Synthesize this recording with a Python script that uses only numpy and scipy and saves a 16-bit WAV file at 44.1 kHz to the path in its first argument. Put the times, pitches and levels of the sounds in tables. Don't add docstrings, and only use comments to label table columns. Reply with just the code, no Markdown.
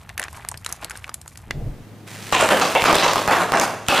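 import sys
import numpy as np
from scipy import signal
from scipy.fft import rfft, irfft
from scipy.io import wavfile
from scipy.ndimage import uniform_filter1d, map_coordinates

SR = 44100
rng = np.random.default_rng(int(sys.argv[2]) if len(sys.argv) > 2 else 0)


def store_wav(level_fs):
    pcm = np.round(np.clip(np.atleast_2d(level_fs), -1, 1) * 32767)
    wavfile.write(sys.argv[1], SR, pcm.T.astype(np.int16))


N = 176400
T = np.arange(N) / SR
PILE_STARTS_S = 1.5

# (frequency [Hz], level [dB])
FILM_SPECTRUM = [(700, -8), (2000, -8), (4000, -2.5), (6500, 1), (10000, 1), (13000, -5.5), (16000, -31)]
# (frequency [Hz], side level [dB])
WET_WIDTH = [(100, -20.5), (400, -12), (1300, -24.5), (2400, -20), (4400, -12), (9000, -11.5)]


def packet_bursts():
    # (time [s], pop level [dB], pop pitch [Hz], crack level [dB])
    bursts = [(2.326, 7, 720, -5), (2.49, 2, 1180, -14), (2.5988, -3, 870, -17), (2.7516, -2.5, 780, -30),
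              (2.8212, 0.5, 2310, -10), (2.8408, 5, 930, -5), (2.9290, 7, 690, 2), (2.9546, -1, 900, -4),
              (2.9585, 1, 674, -13), (3.1348, -2, 960, -7), (3.1585, 1, 750, -18), (3.2777, 2.5, 750, -23),
              (3.5211, 2, 624, -7), (3.5982, -23, 1510, 3), (3.866, -24.5, 3200, -26),
              (3.885, 0.5, 2930, -4)]
    pop_decay_s, crack_decay_s = 0.00043, 0.0002
    out, t = np.zeros(N), T[:1024]
    for s, pop_db, hz, crack_db in bursts:
        pop = np.cos(2 * np.pi * hz * t) * np.exp(-t / pop_decay_s)
        crack = noise(len(t), [(800, 7.5), (3000, 4.5), (7000, 14.5), (15000, -23.5)])
        add(out, s, undb(pop_db) * pop + undb(crack_db) * crack * np.exp(-t / crack_decay_s))
    return out


def packet_crunches():
    # (time [s], hold [s], air level [dB], air resonance [Hz], crumb level [dB], crumb resonance [Hz],
    #  hollowness [Q], foil level [dB])
    crunches = [(2.328,0.039,-15,852,-16.5,2860,1.5,-27), (2.397,0.036,-12.5,877,-22,2310,2.9,-25.5),
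                (2.502,0.025,-11.5,934,-16.5,2240,1,-29.5), (2.566,0.026,-23,850,-44,2500,0.64,-36),
                (2.613,0.038,-15.5,707,-21,4540,2.1,-39), (2.849,0.017,-12,1253,-19.5,3840,1.1,-29),
                (2.882,0.017,-11,686,-23,3200,4.4,-42), (2.943,0.017,-20,900,-18,3080,0.7,-29.5),
                (2.977,0.014,-21,780,-19,3270,0.91,-36), (3.024,0.017,-13,772,-18,2880,2,-24),
                (3.08,0.018,-16.5,847,-24.5,4200,2.2,-37), (3.157,0.0064,-16.5,740,-26,3100,1.7,-32),
                (3.281,0.032,-15,914,-31,2540,5,-31), (3.308,0.032,-12,1166,-22.5,2100,0.62,-30),
                (3.384,0.035,-17.5,794,-28,2270,1.3,-32.5), (3.527,0.016,-11,870,-27.5,2100,3.2,-30),
                (3.57,0.0082,-19.5,912,-24,1970,0.65,-28), (3.611,0.011,-17.5,802,-25,2490,0.92,-24),
                (3.884,0.047,-15.5,950,-19,3050,2.8,-30.5), (3.941,0.086,-17,984,-22,3050,4.2,-28.5)]
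    # (frequency [Hz], level [dB])
    air_spectrum = [(40, -35), (110, 1.5), (220, 3.5), (450, 1), (900, -1.5), (1400, -3.5), (2000, -8),
                    (3500, -17), (8000, -37)]
    crumb_spectrum = [(600, -44), (1400, 9), (2000, 3.5), (3200, 2.5), (4600, -1.5), (6000, -3),
                      (10000, -14)]
    foil_spectrum = [(2000, -63), (4000, 2.5), (5500, 3.5), (8000, 2), (10000, -5), (13000, -5),
                     (16000, -18)]
    attack_s, air_release_s, crumb_release_s, foil_release_s = 0.0015, 0.065, 0.06, 0.051
    out, t = np.zeros(N), T[:14000]
    attack = np.minimum(t / attack_s, 1)
    for s, hold, air_db, air_hz, crumb_db, crumb_hz, hollow_q, foil_db in crunches:
        sputter = flicker(len(t), db=2.2, size=300)
        air = pockets(clicks(len(t), per_s=1300, spread_db=2.6), air_hz)
        air = sag(resonate(air, air_hz, q=0.5 * np.sqrt(hollow_q)))
        crumbs = pockets(clicks(len(t), per_s=1800, spread_db=2.0), crumb_hz)
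        crumbs = resonate(crumbs, crumb_hz, hollow_q)
        foil = pockets(clicks(len(t), per_s=1200, spread_db=2.5), hz=7000, q=7)
        for layer, db, release in ((colour(air, air_spectrum), air_db, air_release_s),
                                   (colour(crumbs, crumb_spectrum), crumb_db, crumb_release_s),
                                   (colour(foil, foil_spectrum), foil_db, foil_release_s)):
            envelope = attack * np.exp(-np.maximum(t - hold, 0) / release) / np.sqrt(2)
            envelope_rms = np.sqrt(np.mean(envelope ** 2))
            add(out, s, undb(db) * envelope_rms * unit(layer * sputter * envelope))
    return out


def packet_blowout():
    # (frequency [Hz], sharpness [Q], level [dB])
    cavity_modes = [(646, 1.2, 1), (870, 7.3, -9), (2250, 9.5, -5.5), (2610, 5, -4.5), (3420, 12, -12)]
    start_s, hold_s, release_s, level_db = 2.7505, 0.0086, 0.055, -15.5
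    out, t = np.zeros(N), T[:14000]
    rasp = clicks(len(t), per_s=1600, spread_db=0.5) * np.exp(-np.maximum(t - hold_s, 0) / release_s)
    envelope_rms = np.sqrt((hold_s + release_s / 2) / t[-1])
    for hz, q, db in cavity_modes:
        mode = unit(resonate(resonate(rasp, hz, q), hz, q))
        add(out, start_s, undb(level_db + db) * envelope_rms * mode)
    return out


def tyre_thumps():
    # (time [s], level [dB])
    drops = [(2.3255, -27), (2.8235, -22.5), (2.9275, -29), (2.961, -24), (3.28, -26), (3.5222, -36),
             (3.886, -17)]
    from_hz, to_hz, glide_s, decay_s = 226, 32, 0.0047, 0.002
    out, t = np.zeros(N), T[:4096]
    hz = to_hz + (from_hz - to_hz) * np.exp(-t / glide_s)
    swell = t / decay_s * np.exp(1 - t / decay_s)
    for s, db in drops:
        add(out, s, undb(db) * np.sin(2 * np.pi * np.cumsum(hz) / SR) * swell)
    return out


def wrapper_rustle():
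    # (time [s], level [dB])
    levels = [(2.05, -70), (2.075, -41), (2.2, -37.5), (2.31, -36), (2.4, -29.5), (3.15, -30), (3.5, -40),
              (3.68, -38.5), (3.85, -58), (3.9, -26), (4, -31.5)]
    # (frequency [Hz], level [dB])
    spectrum = [(150, -17.5), (400, -2.5), (900, -3), (2000, 0), (4500, -6.5), (9000, -10), (15000, -19)]
    return unit(colour(clicks(N, per_s=4000, spread_db=5.0), spectrum)) * curve(levels)


def snack_pile():
    # (frequency [Hz], side level [dB])
    width = [(200, -35), (700, -17), (2600, -20), (4400, -17), (7000, -4.5), (15000, -4.5)]
    # (frequency [Hz], left minus right level [dB])
    balance = [(60, 1.5), (200, 3.5), (400, 1.5), (700, -1), (15000, -1)]
    packets = wrapper_rustle() + packet_crunches() + packet_blowout() + packet_bursts()
    packets = echo(packets, t60=1.0, wet_db=-10.5, tone=[(100, 2), (800, -4.5), (3000, -3), (12000, -9.5)])
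    stereo = widen(packets, width, size=256) + tyre_thumps()
    pan = np.sqrt(gains(balance, N))
    return irfft(rfft(stereo) * np.array([pan, 1 / pan]), N)


def bag_snaps():
    # (time [s], plop level [dB], plop pitch [Hz], film level [dB])
    snaps = [(0.0929,-31,1980,-40.5), (0.099,-32.5,2040,-55), (0.1786,-21.5,1680,-24.5),
             (0.1963,-18,1840,-21), (0.2175,-28,1580,-32), (0.228,-23.5,1700,-32), (0.2388,-26,1760,-26.5),
             (0.253,-37,1000,-52), (0.2828,-28,1820,-42), (0.329,-36,1000,-37.5), (0.373,-35.5,1510,-57),
             (0.4492,-27,1200,-42), (0.4877,-35,1740,-18.5), (0.515,-37,980,-27.5), (.519,-27.5,950,-45),
             (.543,-30.5,1760,-44), (0.5747,-56,1580,-31), (0.647,-31.5,2940,-30), (0.663,-23,1300,-20),
             (0.691,-34,1150,-34), (0.7252,-34,1800,-19), (.8247,-35,1080,-54), (.834,-29,645,-48),
             (0.8456,-30,2650,-23), (0.8975,-33,1220,-30), (0.908,-25,1590,-31), (0.9152,-31,1540,-34.5),
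             (0.9552,-30.5,1640,-50), (0.974,-41,1140,-32.5), (1.0431,-25,2270,-40), (1.067,-41,1300,-50),
             (1.079,-34,1100,-53), (1.0934,-25.5,1290,-33), (1.1424,-34.5,1930,-21), (1.215,-64,1890,-34.5),
             (1.261,-37.5,980,-56), (1.2785,-42,1530,-31), (1.3567,-38.5,1960,-50), (1.3744,-49,1290,-33),
             (1.509,-15.5,2060,-41.5)]
    plop_decay_s, film_decay_s = 0.0012, 0.0011
    stretch_s, stretch_db, splash_s, splash_db = 0.0013, -17, 0.0046, -11.5
    out, lead_s = np.zeros(N), T[256]
    t = T[:2048] - lead_s
    fade = lambda seconds: np.exp(-np.abs(t) / seconds)
    stretch = undb(stretch_db) * fade(stretch_s)
    splash = undb(splash_db) * fade(splash_s)
    plop_envelope = np.where(t < 0, stretch, fade(plop_decay_s) + splash)
    film_envelope = np.where(t < 0, stretch, fade(film_decay_s) + splash)
    for s, plop_db, hz, film_db in snaps:
        slosh = unit(resonate(resonate(rng.standard_normal(len(t)), hz, q=1.9), hz, q=1.0))
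        plop = (0.85 * np.sin(2 * np.pi * hz * t) + slosh) * plop_envelope
        film = colour(pockets(rng.standard_normal(len(t)), hz=7220, q=9), FILM_SPECTRUM) * film_envelope
        add(out, s - lead_s, strike(plop, plop_db) + strike(film, film_db))
    return out


def bubbles():
    out, t = np.zeros(N), T[:2048]
    for when, pitch, strength, life in rng.random((1400, 4)):
        hz = 620 * 4 ** pitch
        chirp = np.sin(2 * np.pi * hz * t * (1 + 25 * t))
        decay = np.exp(-t * hz / (0.88 + 2 * life))
        add(out, when * PILE_STARTS_S, undb(20 * strength ** 2) * chirp * decay)
    return out / np.std(out[T < PILE_STARTS_S])


def squeezed_liquid():
    # (time [s], squelch level [dB], spray level [dB])
    squeeze = [(0, -48, -53.5), (.06, -51.5, -63), (.12, -49, -62), (.165, -56.5, -74), (.2, -37, -65),
               (.25, -37.5, -67), (.3, -55, -51), (.35, -43.5, -49), (.42, -45.5, -56.5), (.53, -49.5, -69),
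               (.61, -55.5, -61), (.68, -42, -49), (.75, -42, -49), (.79, -52.5, -62), (.83, -35.5, -49.5),
               (.88, -46, -69), (.96, -45, -49), (1.02, -51, -56), (1.08, -47.5, -57), (1.18, -57, -77),
               (1.28, -59, -54.5), (1.5, -51.5, -64.5)]
    # (frequency [Hz], level [dB])
    squelch_spectrum = [(150, -20), (350, -2.5), (700, 1.5), (1400, 2), (2400, 1.5), (4000, -5.5),
                        (8000, -35)]
    bubbling = bubbles()
    crackle = unit(colour(clicks(N, per_s=1500, spread_db=5.5), squelch_spectrum))
    squelch = 0.91 * bubbling + 0.51 * crackle
    droplets = colour(clicks(N, per_s=700, spread_db=2.5), FILM_SPECTRUM)
    spray = unit(droplets * flicker(N, db=3, size=500))
    return squelch * curve(squeeze) + spray * curve(squeeze, column=2)


def wet_bags():
    bags = bag_snaps() + squeezed_liquid()
    bags = echo(bags, t60=0.28, wet_db=-21.0, tone=[(500, -2.5), (4000, 10.5), (14000, 1.0)])
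    return widen(bags, WET_WIDTH, size=128)


def wind_gust():
    # (time [s], level [dB])
    levels = [(1.475, -37), (1.5, -37), (1.59, -25), (1.695, -26), (1.71, -34), (1.83, -44)]
    # (frequency [Hz], level [dB])
    spectrum = [(20, 4), (50, 0.5), (80, -7.5), (135, 2), (190, -15.5), (450, -19.5), (800, -27.5),
                (1500, -58)]
    return noise(N, spectrum) * curve(levels)


def engine_hum():
    mean_hz, level_db = 104.8, -45
    wander = 0.008 * unit(uniform_filter1d(rng.standard_normal(N), size=2000))
    return undb(level_db) * unit(np.sin(2 * np.pi * np.cumsum(mean_hz * (1 + wander)) / SR))


def background():
    # (frequency [Hz], level [dB])
    wet_spectrum = [(25, -18), (55, 11.5), (90, 16), (150, 7), (300, -7.5), (900, -17), (2000, -50),
                    (5000, -52), (13000, -24), (15000, -43)]
    yard_spectrum = [(25, -15), (60, -19), (110, -9), (160, -4), (300, -9), (500, -15.5), (900, -22.5),
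                     (2000, -27.5), (5000, -36), (15000, -42.5)]
    # (frequency [Hz], side level [dB])
    yard_width = [(100, -13), (400, -14), (900, -10), (15000, -4)]
    by_pile = np.clip((T - PILE_STARTS_S) / 0.014 + .5, 0, 1)
    hum = engine_hum()
    wet = undb(-45.5) * noise(N, wet_spectrum) * (1 - by_pile)
    yard = (undb(-43) * noise(N, yard_spectrum) + hum) * by_pile
    return widen(wet + wind_gust(), WET_WIDTH, size=2048) + widen(yard, yard_width, size=2048)


def pockets(x, hz, q=24):
    pitches = hz * 2 ** (1.853 * (rng.random(4) - .5))
    return x + undb(4) * sum(resonate(x, pitch, q) for pitch in pitches)


def sag(x, octaves=0.4, settle_s=0.035):
    speed = 2 ** (octaves * np.exp(-T[:len(x)] / settle_s))
    return map_coordinates(x, [np.cumsum(speed)], order=3, mode="mirror")


def echo(x, t60, wet_db, tone):
    t = T[:SR]
    tail = noise(SR, tone) * undb(-60 * t / t60) * (1 - np.exp(-t / .004))
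    tail /= np.sqrt(np.mean(np.abs(rfft(tail)[500:3000]) ** 2))
    return x + undb(wet_db) * signal.fftconvolve(x, tail)[:N]


def widen(x, width, size):
    frames = signal.stft(x, nperseg=size)[2]
    scattered = signal.istft(frames * np.exp(2j * np.pi * rng.random(frames.shape)), nperseg=size)[1][:N]
    side = irfft(rfft(unit(scattered) * np.std(x)) * gains(width, N), N)
    return np.array([x + side, x - side])


def clicks(size, per_s, spread_db):
    when, strength, sign = rng.random((3, size))
    return (when < per_s / SR) * np.sign(sign - .5) * undb(-spread_db * np.log(.02 + strength))


def noise(size, spectrum):
    return unit(colour(rng.standard_normal(size), spectrum))


def flicker(n, db, size):
    return undb(db * unit(uniform_filter1d(uniform_filter1d(rng.standard_normal(n), size), size // 2)))


def resonate(x, hz, q):
    return signal.lfilter(*signal.iirpeak(min(hz, SR / 4), max(q, .5), fs=SR), x)


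def colour(x, points):
    n = len(x)
    cepstrum = irfft(np.log(gains(points, n)), n)
    cepstrum[1:n // 2] *= 2
    cepstrum[n // 2 + 1:] = 0
    return irfft(rfft(x) * np.exp(rfft(cepstrum)), n)


def gains(points, size):
    hz, db = np.array(points).T
    bin_hz = np.arange(size // 2 + 1) * SR / size
    return undb(np.interp(np.log(bin_hz + 1), np.log(hz), db))


def curve(rows, column=1):
    rows = np.array(rows)
    return undb(np.interp(T, rows[:, 0], rows[:, column], left=-150, right=-150))


def strike(x, db):
    return x * undb(db) / np.sqrt(2 * np.sum(x ** 2) / (.004 * SR))


def add(out, s, x):
    i = max(int(s * SR), 0)
    out[i:i + len(x)] += x[:max(N - i, 0)]


def undb(db):
    return 10 ** (np.asarray(db) / 20)


def unit(x):
    return x / np.sqrt(np.mean(x ** 2) + 1e-18)


def scene():
    return wet_bags() + snack_pile() + background()


def record(dry):
    low_hz, top_hz, ceiling = 18, 15300, .77
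    dry = signal.sosfilt(signal.butter(2, low_hz, "high", fs=SR, output="sos"), dry)
    rounded = dry / (1 + (dry / ceiling) ** 4) ** .25
    return signal.sosfilt(signal.ellip(10, .2, 90, top_hz, fs=SR, output="sos"), rounded)


dry = scene()
out = record(dry)
store_wav(out)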